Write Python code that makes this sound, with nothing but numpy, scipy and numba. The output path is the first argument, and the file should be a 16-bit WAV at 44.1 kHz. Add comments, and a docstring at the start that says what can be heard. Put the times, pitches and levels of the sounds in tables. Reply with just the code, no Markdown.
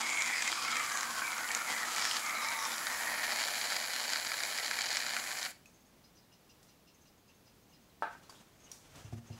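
"""A small room: shaving foam is sprayed onto a heap on a table, close by.
Gas hisses at the valve; bubbles burst in the spout and ring it and the hollows of the growing blob.
The blob drops off and bares the spout; the valve shuts at 5.5 s. Then faint squeaks and plastic ticks,
the can is put down, cloth rustles and a hand thumps softly on the table."""
import sys
import numpy as np
from scipy import signal
from scipy.fft import rfft, irfft, next_fast_len
from scipy.io import wavfile
from scipy.ndimage import uniform_filter1d
from numba import njit

SR = 44100
rng = np.random.default_rng(int(sys.argv[2]) if len(sys.argv) > 2 else 0)


def pcm_store(signal):
    """Save signal as 16-bit PCM."""
    levels = np.round(np.clip(np.atleast_2d(signal), -1, 1) * 32767)
    wavfile.write(sys.argv[1], SR, levels.astype(np.int16).T)


N = 414085
JET_N = int(5.7 * SR)
T = np.arange(N) / SR

# room noise spectrum: (frequency [Hz], density [dB])
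ROOM_SPECTRUM = [(15, -38), (25, -6.5), (194, -3), (435, -10), (525, -11), (766, -13), (1420, -18),
                 (1630, -19), (3860, -21.5), (5190, -22.5), (6440, -23.5), (8900, -27.5), (15700, -26)]
# spout coming bare of foam: (time [s], open share [0-1])
SPOUT_OPENING = [(0, 0.03), (2.75, 0.21), (3.1, 0.32), (3.4, 0.61), (5.15, 0.7), (5.3, 0.54), (5.6, 1)]
# valve resonances, main and above 10 kHz: (frequency [Hz], width [Hz], gain [dB])
HISS_MODES = [(7460, 1600, 5), (9460, 410, -0.5), (10000, 350, -11)]
HISS_TOP_MODES = [(10280, 390, 13.5), (11100, 520, 8), (12560, 550, 9), (13600, 1100, -17),
                  (16300, 3700, 1)]
# hiss above 10 kHz: (time [s], level [dB])
HISS_TOP_LEVELS = [(0, -65), (.9, -54), (1.3, -51), (2.1, -53), (3.14, -48), (3.6, -48.5), (5.5, -53)]
# foam flow: (time [s], sputter level [dB], rush level [dB])
FOAM_FLOW = [(0, -41.5, -36), (.3, -43.5, -37.5), (.46, -40, -37), (.74, -41, -37.5), (1.0, -42.5, -36),
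             (1.12, -43, -37.5), (1.5, -44.5, -36.5), (1.9, -41.5, -36), (2.12, -37, -37),
             (2.3, -45, -36.5), (2.64, -44.5, -37.5), (3.14, -44.5, -35.5), (3.38, -41, -37),
             (4.05, -41, -38.5), (4.75, -42.5, -39), (4.92, -39, -38), (5.1, -43, -40), (5.27, -47, -41),
             (5.44, -41.5, -39.5), (5.5, -53, -49)]
# spout and foam resonances: (frequency [Hz], width [Hz], buried gain [dB], bare gain [dB])
SPOUT_MODES = [(3080, 990, 3.5, 2.5), (4144, 440, -0.5, 7), (4536, 660, 3, 6), (6480, 3900, -3.5, -15),
               (7080, 560, 4.5, 1), (8000, 1700, -15, -35)]
FOAM_MODES = [(703, 300, -10.5, 1.5), (961, 730, 1, -5), (1404, 930, 2.5, -3.5), (1704, 717, 3, 3.5),
              (2377, 510, -7.5, 0)]
# hollows in the foam: (time [s], duration [s], start pitch [Hz], end pitch [Hz], level [dB])
FOAM_HOLLOWS = [(0, .15, 2200, 2080, -37.5), (0, 0.91, 3290, 3200, -52), (0.064, 0.25, 7060, 6850, -44.5),
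                (0.072, 0.37, 2285, 2060, -35.5), (0.202, 0.25, 2080, 1850, -37),
                (.31, 0.14, 4870, 4900, -41), (.333, 0.18, 7400, 7300, -46),
                (0.337, 0.38, 2360, 2420, -42.5), (0.412, 0.12, 2210, 2100, -38),
                (0.452, 0.26, 4950, 4780, -45), (0.522, 0.18, 1140, 1110, -41.5),
                (.53, 0.35, 1374, 1235, -41.5), (0.6, 0.34, 2180, 2100, -41),
                (0.702, 0.28, 1970, 1830, -45.5), (.72, 0.13, 2300, 2280, -42),
                (0.79, 0.36, 1214, 1066, -43.5), (.82, 0.31, 1690, 1540, -42), (.86, 0.21, 1930, 1800, -48),
                (0.893, 0.17, 6600, 6440, -42.5), (1.08, 0.44, 1556, 1424, -43),
                (1.12, 0.23, 1100, 1010, -46.5), (1.197, 0.19, 2330, 2150, -40.5),
                (1.343, 0.32, 2010, 1830, -44.5), (1.46, .2, 2260, 2170, -44),
                (1.498, 0.21, 1370, 1370, -42), (1.619, 0.27, 2230, 1790, -40.5),
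                (1.768, 0.44, 1315, 1300, -44.5), (1.92, 0.14, 2320, 2190, -40),
                (1.922, 0.3, 2050, 1680, -46), (1.967, 0.21, 5200, 5200, -41),
                (2.2, 0.51, 1245, 1110, -42.5), (2.184, 0.41, 2160, 2150, -40.5),
                (2.31, 0.47, 4060, 3600, -47), (2.383, .36, 918, 920, -46), (2.386, 0.12, 5200, 5150, -43),
                (2.422, 0.31, 1970, 2020, -44.5), (2.545, 0.16, 5700, 5630, -42),
                (2.563, 0.33, 1500, 1440, -47.5), (2.68, .14, 5500, 5450, -48),
                (2.805, 0.52, 1880, 1780, -43), (2.88, 0.13, 5300, 5200, -46)]
# table under the spraying can: (frequency [Hz], width [Hz], gain [dB])
SHAKE_MODES = [(189, 20, -32), (239, 13.3, 10.5), (295, 78, 3), (350.5, 7.2, 3.5), (513, 40, 3)]
# big bubbles: (time [s], level [dB], thud offset [dB], crack pitch [Hz])
BIG_POPS = [(0.0154, -18.5, -19, 7140), (0.083, -36, -5, 7180), (0.099, -19, -19, 7430),
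            (0.1717, -19, -16, 3010), (0.185, -33, -18, 7260), (0.2203, -11, -13, 7030),
            (0.276, -17.5, -11, 6450), (0.336, -25, -10, 4890), (0.4217, -12, -8, 7360),
            (0.476, -11, -9, 7200), (0.5263, -16.5, -4.5, 3320), (0.6804, -20, -4, 5110),
            (0.7043, -23, -13, 4780), (0.7239, -19, 0, 4820), (0.7672, -15.5, -14, 6800),
            (0.7953, -20, -16, 7460), (0.84, -30, -14, 6500), (0.8623, -23, -4, 6600),
            (0.8974, -21, -13, 4620), (0.92, -18, -12, 6470), (0.972, -14.5, -15, 6580),
            (1.0078, -16, -13, 6560), (1.03, -15, -6, 6610), (1.1922, -23, -5, 3380),
            (1.26, -30, -10, 3270), (1.3803, -23, -3, 7150), (1.488, -21, -13, 3000),
            (1.515, -14, -19, 7750), (1.548, -7, -28, 7340), (1.6182, -21, -9, 6960),
            (1.6748, -25, -4, 6170), (1.7624, -31, -8, 7490), (1.921, -31, -5, 7010),
            (1.9612, -15.5, -10, 6890), (2.0229, -16, -4.5, 4170), (2.0514, -14, -9, 4890),
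            (2.1105, -12.5, -19, 3270), (2.2616, -20, -12, 6930), (2.2937, -18, -14, 6910),
            (2.3644, -38, -7, 4640), (2.384, -38.5, -8, 4490), (2.465, -26, -5, 3950),
            (2.485, -16, -18, 6360), (2.5032, -22, -12, 6160), (2.6513, -18.5, -8, 6050),
            (2.7182, -19, -14, 5500), (2.7393, -25, -15, 4770), (2.78, -18.5, -12, 5520),
            (2.8678, -16, -4.5, 4260), (2.9008, -30, -4, 6990), (2.933, -28, -8, 5260),
            (2.985, -31, -8, 4770), (3.255, -28, -4, 4270), (3.32, -20, 0.5, 4330),
            (3.359, -20.5, -19, 3070), (3.41, -24, -18, 4140), (3.4495, -21, -9, 3980),
            (3.4747, -19, -18, 4260), (3.5109, -29, -7, 4190), (3.536, -21.5, -5, 4230),
            (3.6127, -19, -6, 4220), (3.6402, -24, -14, 4420), (3.7015, -18, -9, 4230),
            (3.7207, -21.5, -3, 4470), (3.764, -18.5, -9, 4550), (3.811, -30, -5, 4550),
            (3.904, -27, -7, 4730), (3.9338, -22.5, -4, 4580), (3.9858, -31, -7, 4560),
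            (4.0926, -31, -8, 4570), (4.1328, -16, -5, 4460), (4.1576, -15.5, -8, 4680),
            (4.2473, -23, 0.5, 4300), (4.297, -28, 2, 4620), (4.3168, -20, 0.5, 4330),
            (4.339, -25, -3, 4230), (4.4024, -21.5, -3, 4590), (4.4338, -17, -7, 4280),
            (4.472, -26, -4, 4220), (4.585, -20, -1.5, 4240), (4.6458, -21.5, -8, 4580),
            (4.661, -24, -8, 4550), (4.711, -20, 0, 4220), (4.754, -28, -6, 4160), (4.7871, -20.5, 2, 4590),
            (4.817, -17, -14, 3110), (4.888, -23, -8, 4310), (4.9036, -22, -5, 4600),
            (4.914, -21, -1, 4500), (4.917, -29, -3, 4600), (4.936, -29, 2, 4300), (4.969, -16, -8, 6500),
            (5.003, -19.5, -5, 4340), (5.022, -25, -2, 4160), (5.041, -31, 8, 4300), (5.065, -26, -1, 4350),
            (5.084, -25, -5, 4400), (5.107, -28, -8, 4300), (5.119, -25, -5, 4400), (5.165, -20, 1, 3060),
            (5.173, -33, 8, 3100), (5.1992, -25, -15, 7070), (5.3865, -24, -12, 4320),
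            (5.4282, -19, -12, 6970), (5.449, -24, -8, 4410), (5.462, -21.5, -3, 7400),
            (5.514, -37, -1, 4300)]
# squelches: (time [s], peak over steady drive [dB])
SQUELCH_PEAKS = [(0.019, 14), (0.182, 1), (0.205, 4.5), (0.3351, -11), (0.4209, 4), (0.474, 9), (0.6776, 4),
                 (0.7243, -1), (0.765, 7), (0.796, 8), (0.8624, -8), (1.0859, -5), (1.216, 5.5),
                 (1.3823, 0), (1.503, 12), (1.5466, -11), (1.6746, -3), (1.7619, 3), (2.2623, -1),
                 (2.294, 5), (2.945, -1), (3.0649, -1), (3.192, 4), (3.322, -9), (3.765, 12), (3.93, 3),
                 (4.16, -1), (4.27, 8), (4.32, -1), (4.712, 7), (4.787, -9.5), (4.905, 10), (4.97, 8),
                 (5.165, 7), (5.425, 3)]
# bands the cap absorbs: (frequency [Hz], width [Hz], depth [0-1])
CAP_NOTCHES = [(2690, 280, .7), (3450, 400, .4)]
# plastic ticks: (time [s], level [dB], ring pitch [Hz], ring offset [dB])
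PLASTIC_TICKS = [(5.658, -48, 2550, 2.5), (6.629, -47, 7260, -20), (8.295, -45, 1080, 3),
                 (8.297, -43, 4700, -1), (8.302, -50, 4650, 2), (8.716, -34.5, 5800, -1),
                 (8.957, -44, 3550, -10)]
# one-pitch squeaks: (time [s], level [dB], pitch [Hz])
THIN_SQUEAKS = [(5.6585, -65, 6500), (5.736, -63.5, 6440), (5.798, -72, 6500), (5.852, -68, 6560),
                (6.214, -70, 4080), (6.936, -66, 6350), (7.007, -66, 6350), (7.274, -69, 6350),
                (7.17, -71, 6500), (7.341, -70, 6430), (7.55, -80, 6500), (7.62, -73, 6450),
                (7.689, -69, 6400), (7.81, -72, 6450), (7.886, -72, 4120), (8.236, -67, 4150),
                (8.346, -59, 3320), (8.379, -64, 3930), (8.37, -68, 5000), (8.594, -65, 6430),
                (8.634, -58, 6400), (8.66, -62, 2900), (9.266, -60, 6400)]
# four-pitch squeaks: (time [s], then a level [dB] per SQUEAK_HZ)
CHORD_SQUEAKS = [(6.026, -62, -75, -71, -70), (6.149, -61, -75, -66, -80), (6.309, -64, -66, -68, -72),
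                 (6.485, -65, -64.5, -64, -74), (6.679, -67, -69, -66, -68), (6.866, -64, -64, -69, -70),
                 (7.05, -65, -70, -68, -74), (7.274, -68, -65, -76, -78), (7.451, -63, -71, -69, -74),
                 (7.716, -63, -65, -81, -68), (7.996, -69, -82, -80, -76), (9.028, -74, -60, -62, -77),
                 (9.313, -60, -62, -66, -66)]
SQUEAK_HZ = (5100, 2780, 5950, 4140)
# can landing: (time [s], level [dB], rattle t60 [s])
CAN_KNOCKS = [(8.023, -18, 0.31), (8.033, -25, 0.055), (8.151, -42, .06), (8.294, -50, .1),
              (8.325, -47, 0.083)]
# can body: (frequency [Hz], width [Hz], gain [dB])
CAN_MODES = [(458, 110, -9), (916, 170, 14), (1300, 160, 15), (1496, 150, 18), (1560, 60, 4),
             (2060, 180, -6), (2380, 240, -13), (3250, 400, -18)]
# rustle envelope: (time [s], level [dB])
RUSTLE_LEVELS = [(8.1, -56), (8.286, -59), (8.304, -43), (8.33, -52), (8.49, -64.5), (8.71, -51),
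                 (8.85, -58.5), (8.964, -49), (9.236, -57), (9.39, -52.5)]
# cloth spectrum: (frequency [Hz], density [dB])
CLOTH_SPECTRUM = [(180, 5), (300, 2.5), (1020, -2.5), (1730, -4), (1910, -5.5), (3270, -7), (4120, -11),
                  (6400, -8), (15000, -25)]
# table trembling: (time [s], level [dB])
RUMBLE_LEVELS = [(8.55, -86), (8.746, -79), (9.11, -59), (9.39, -63)]
# hand on the table: (time [s], level [dB], overtone offset [dB])
HAND_THUMPS = [(9.045, -39, -25), (9.125, -29, -10.5), (9.199, -66, 3), (9.301, -33, -11)]
# table top: (frequency [Hz], gain [dB], t60 [s])
TABLE_MODES = [(111, -11.5, 0.11), (231, -15.5, 0.32), (350, -17.5, 0.12), (510, -28, 0.16),
               (706, -8.5, 0.023)]

SHUT_S, HISS_DB = 5.51, -48.5
BARE_SHARE = np.interp(T[:JET_N], *np.transpose(SPOUT_OPENING))


def undb(db):
    return 10 ** (np.asarray(db) / 20)


def unit(x):
    return x / np.sqrt(np.mean(x ** 2))


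def add(out, time_s, x):
    i = int(time_s * SR)
    out[i:i + len(x)] += x[:len(out) - i]


def butter(x, order, hz, kind):
    return signal.sosfilt(signal.butter(order, hz, kind, fs=SR, output="sos"), x)


def band(x, hz, width_hz):
    return signal.lfilter(*signal.iirpeak(hz, hz / width_hz, fs=SR), x)


@njit
def moving_band(x, hz, width_hz):
    """State-variable band-pass, gain 1 at its moving centre."""
    y, band_state, low_state = np.empty(len(x)), 0., 0.
    for i in range(len(x)):
        g, damping = np.tan(np.pi * hz[i] / SR), width_hz / hz[i]
        v = (band_state + g * (x[i] - low_state)) / (1 + g * (g + damping))
        band_state, low_state = 2 * v - band_state, low_state + 2 * g * v
        y[i] = damping * v
    return y


def resonate(x, modes):
    """Parallel resonances."""
    return sum(undb(db) * band(x, hz, width_hz) for hz, width_hz, db in modes)


def spout_filter(x, modes):
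    """Steep resonances of alternating sign; gains shift as the spout comes bare."""
    out = np.zeros(JET_N)
    for k, (hz, width_hz, buried_db, bare_db) in enumerate(modes):
        gain = undb(buried_db + BARE_SHARE * (bare_db - buried_db))
        out += (-1) ** k * gain * band(band(x, hz, width_hz), hz, 2 * width_hz)
    return out


def shaped_noise(spectrum):
    """Noise of rms 1 with the given spectrum."""
    hz, db = np.transpose(spectrum)
    size = next_fast_len(N)
    bins_hz = np.arange(size // 2 + 1) * SR / size + 1
    gain = undb(np.interp(np.log(bins_hz), np.log(hz), db))
    return unit(irfft(rfft(rng.standard_normal(size)) * gain, size)[:N])


def wander(rate_hz, size=JET_N):
    """Slewed random steps, spread near 1."""
    hold = int(SR / rate_hz)
    steps = np.repeat(rng.standard_normal(N // hold + 1), hold)
    return unit(uniform_filter1d(steps, hold)[:N])[:size]


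def curve(table, column=1, size=JET_N, outside_db=None):
    rows = np.array(table)
    return np.interp(T[:size], rows[:, 0], rows[:, column], left=outside_db, right=outside_db)


def room_noise():
    """Low, slowly wavering background."""
    return undb(-64 + .65 * wander(5.6, N)) * shaped_noise(ROOM_SPECTRUM)


def bubbles(rate_hz, scatter_db, surge_db, air):
    """Random bursts, a few of them big, in surges over turbulent noise."""
    fires = rng.random(JET_N) < rate_hz / SR
    size_db = scatter_db * np.minimum(rng.exponential(size=JET_N), 5)
    clicks = fires * undb(size_db) * rng.standard_normal(JET_N)
    surging = unit(clicks * undb(surge_db * wander(35)))
    return unit(surging + air * rng.standard_normal(JET_N))


def valve_hiss(fizz):
    """Turbulent gas and a little fizz ring the valve."""
    gas = rng.standard_normal(JET_N) * undb(.5 * wander(30)) + .17 * fizz
    main = undb(HISS_DB + 1.9 * wander(9)) * unit(resonate(gas, HISS_MODES))
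    top = undb(curve(HISS_TOP_LEVELS) + .34 * wander(6.6)) * unit(resonate(gas, HISS_TOP_MODES))
    return main + top


def sputter(fizz, surge):
    """Tiny bursts ring the spout."""
    return undb(curve(FOAM_FLOW) + .29 * surge) * unit(spout_filter(fizz, SPOUT_MODES))


def foam_rush(wet, gurgle, surge):
    """Gurgle rings the lowest foam resonance, wet crackle the rest."""
    rush = spout_filter(wet, FOAM_MODES[1:]) + spout_filter(gurgle, FOAM_MODES[:1])
    return undb(curve(FOAM_FLOW, 2) - 4 + .37 * surge) * unit(rush)


def hollows(drive, fade_s=.06):
    """Each hollow opens, rings on the bubbling while its pitch glides, mostly down, and closes."""
    out, waver = np.zeros(JET_N), 1 + .013 * wander(25)
    for time_s, length_s, start_hz, end_hz, db in FOAM_HOLLOWS:
        span = slice(int(time_s * SR), int((time_s + length_s) * SR))
        x, width_hz = drive[span], 74 * (start_hz / 1000) ** 1.3
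        glide_hz = np.linspace(start_hz, end_hz, len(x)) * waver[span]
        tone = moving_band(moving_band(x, glide_hz, width_hz), glide_hz, 2 * width_hz)
        makeup = np.sqrt(SR / width_hz / np.pi)
        window = signal.windows.tukey(len(x), min(2 * fade_s / length_s, 1))
        add(out, time_s, undb(db) * makeup * tone * window)
    return out


def table_shake(wet):
    """The spray shakes the table, less once the spout is bare."""
    return undb(HISS_DB - 6.5 - 9.4 * BARE_SHARE) * unit(band(resonate(wet, SHAKE_MODES), 498, 470))


def spray():
    """Gas and foam flow until the finger lets go; the last gas dribbles out."""
    shut_for_s = np.maximum(T[:JET_N] - SHUT_S, 0)
    jet, dribble = undb(-1100 * shut_for_s), undb(-23 - 140 * shut_for_s)
    surge, push = wander(14), squelches()
    spits = bubbles(rate_hz=330, scatter_db=1.3, surge_db=.7, air=0)
    fizz = bubbles(rate_hz=2500, scatter_db=2.5, surge_db=2.5, air=.4) + (.3 + .9 * BARE_SHARE) * spits
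    crackle = bubbles(rate_hz=900, scatter_db=1.5, surge_db=0, air=.48)
    spatter = bubbles(rate_hz=70, scatter_db=2, surge_db=1.5, air=0)
    gurgle = bubbles(rate_hz=1500, scatter_db=2.5, surge_db=1.2, air=.5)
    wet = unit(fizz + .71 * crackle + .4 * BARE_SHARE * spatter)
    bubbling = unit(gurgle + .4 * fizz + rng.standard_normal(JET_N))
    flow = valve_hiss(fizz) + sputter(fizz, surge)
    flow += foam_rush(wet * push ** .11, gurgle, surge) + table_shake(wet)
    return np.maximum(jet, dribble) * flow + hollows(push * bubbling)


def small_pops(count=260, buried_hz=6800, bare_hz=4600):
    """Random rows like BIG_POPS; denser and lower as the spout comes bare."""
    time_s = (SHUT_S - .05) * rng.random(count) ** .7
    bare = np.interp(time_s, *np.transpose(SPOUT_OPENING))
    size, detune = rng.standard_normal((2, count))
    hz = (buried_hz + bare * (bare_hz - buried_hz)) * (1 + .18 * (1 - bare) * detune)
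    return list(zip(time_s, -29.5 + 2.5 * size, np.full(count, -4.5), hz))


def pops(onset_delay_s=.001, bounce_s=.0022):
    """Each bubble snaps, cracks in the spout at its own pitch and thuds in the foam."""
    crack, thud, direct = np.zeros((3, JET_N))
    for time_s, db, thud_db, hz in small_pops() + BIG_POPS:
        puff = .15 * rng.standard_normal(200) * np.exp(-T[:200] / .002)
        puff[0] = 1
        snap = band(band(band(puff, hz, 2600), hz, 4000), hz, 5000)
        onset_s = time_s + onset_delay_s
        add(crack, onset_s, undb(db) * snap / np.linalg.norm(snap))
        add(thud, onset_s, undb(db + thud_db) * puff)
        add(direct, onset_s, undb(db) * puff)
    muffle_db = -7.5 * (1.5 - BARE_SHARE)  # foam over the spout
    burst = undb(15 + muffle_db) * butter(direct, 4, (1500, 7800), "band")
    burst += spout_filter(crack, SPOUT_MODES) + undb(-14.5) * crack
    burst += undb(18) * spout_filter(thud, FOAM_MODES[2:])
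    return burst + undb(-19) * np.roll(burst, int(bounce_s * SR))  # bounce off the table


def squelches(rise_s=.0026):
    """Gain on the foam's drive: 1, plus a brief push per squelch."""
    push, age = np.ones(JET_N), T[:900] / rise_s
    for time_s, db in SQUELCH_PEAKS:
        add(push, time_s, undb(db) * age * np.exp(1 - age))
    return push


def cap(jet):
    """The cap absorbs narrow bands, more once the spout is bare."""
    for hz, width_hz, depth in CAP_NOTCHES:
        jet = jet - depth * np.minimum(BARE_SHARE + .35, 1) * band(jet, hz, width_hz)
    return jet


def ticks():
    """Dry plastic snaps with a brief ring."""
    out, t = np.zeros(N), T[:SR // 3]
    snap_envelope = np.exp(-t / .0027) + .38 * np.exp(-t / .074)
    ring_envelope = t / .0033 * np.exp(1 - t / .0011) + .28 * np.exp(-t / .0086)
    for time_s, db, hz, ring_db in PLASTIC_TICKS:
        snap = band(rng.standard_normal(len(t)) * snap_envelope, 6000, 3700)
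        ring = undb(ring_db) * np.sin(2 * np.pi * hz * t) * ring_envelope
        add(out, time_s, undb(db) * (.5 * snap + ring))
    return out


def whistle(hz, length_s=.09, rise_s=.013):
    """Wavering tone plus narrow noise; fast rise, slower fade."""
    size = int(length_s * SR)
    jitter, air = rng.standard_normal((2, 5000))
    pitch_hz = hz * (1 + .014 * unit(uniform_filter1d(jitter, 500)))
    rasp = .55 * np.sin(2 * np.pi * np.cumsum(pitch_hz) / SR) + .45 * unit(band(air, hz, 380))
    age = T[:size] / rise_s
    return rasp[-size:] * age * np.exp(1 - age)


def squeaks():
    """Faint whistles, single or on four pitches that enter unevenly."""
    out = np.zeros(N)
    for time_s, db, hz in THIN_SQUEAKS:
        add(out, time_s, undb(db) * whistle(hz))
    for time_s, *levels_db in CHORD_SQUEAKS:
        for hz, db in zip(SQUEAK_HZ, levels_db):
            late_s = .02 * rng.random() ** 2
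            add(out, time_s + late_s, undb(db) * whistle(hz * rng.uniform(.98, 1.02)))
    return out


def can_knocks():
    """The can lands: its dull body rings and rattles, its rim clicks."""
    out, t = np.zeros(N), T[:SR // 2]
    for time_s, db, t60_s in CAN_KNOCKS:
        force = .034 * rng.standard_normal(len(t)) * 1000 ** (-t / t60_s)  # rattle
        force[:40] -= .27 * np.hanning(40)  # blow
        body = band(resonate(force, CAN_MODES), 910, 2400)
        rim = undb(-31) * band(rng.standard_normal(len(t)), 5000, 6000) * np.exp(-t / .0041)
        add(out, time_s, undb(db) * (body / np.abs(body).max() + rim))
    return out


def rustle():
    """Cloth noise with a flickering level."""
    level_db = curve(RUSTLE_LEVELS, size=N, outside_db=-120) - 7.5 + 2.9 * wander(40, N)
    return undb(level_db) * shaped_noise(CLOTH_SPECTRUM)


def table_rumble():
    """The table trembles under a hand."""
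    tremble = unit(band(band(rng.standard_normal(N), 91, 50), 95, 80))
    return undb(curve(RUMBLE_LEVELS, size=N, outside_db=-120)) * tremble


def table_thumps(rise_s=.0016):
    """A soft hand lands gradually and rings the table top."""
    out, t = np.zeros(N), T[:SR // 2]
    lowest_hz, attack = TABLE_MODES[0][0], 1 - np.exp(-t / rise_s)
    for time_s, db, overtone_db in HAND_THUMPS:
        ring = np.zeros(len(t))
        for hz, mode_db, t60_s in TABLE_MODES:
            gain = undb(mode_db + overtone_db * (hz > lowest_hz))
            ring += gain * np.sin(2 * np.pi * hz * t) * 1000 ** (-t / t60_s)
        add(out, time_s, undb(db) * attack * ring / np.abs(ring).max())
    return out


def walls(x, t60_s=.31, delay_s=.004):
    """Diffuse echo of the small room."""
    t = T[:SR // 2]
    echo = band(rng.standard_normal(len(t)), 1420, 11100) * 1000 ** (-t / t60_s) * (t > delay_s)
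    return signal.fftconvolve(x, echo / np.linalg.norm(echo))[:N]


def scene():
    foam = np.pad(cap(spray() + pops()), (0, N - JET_N))
    near = foam + ticks() + squeaks()
    far = butter(can_knocks() + table_thumps(), 4, 75, "high")  # the knocks and thumps are cut below about 75 Hz
    echo = walls(undb(-7) * near + far)  # less echo for close sources
    return (near + far + undb(-6.5) * echo + rustle() + table_rumble() + room_noise())[None]


def record(dry, low_hz=35, top_hz=15750):
    """The phone drops the deepest bass and cuts the top."""
    dry = butter(dry, 2, low_hz, "high")
    return signal.sosfilt(signal.ellip(14, .2, 80, top_hz, fs=SR, output="sos"), dry)


dry = scene()
out = record(dry)
pcm_store(out)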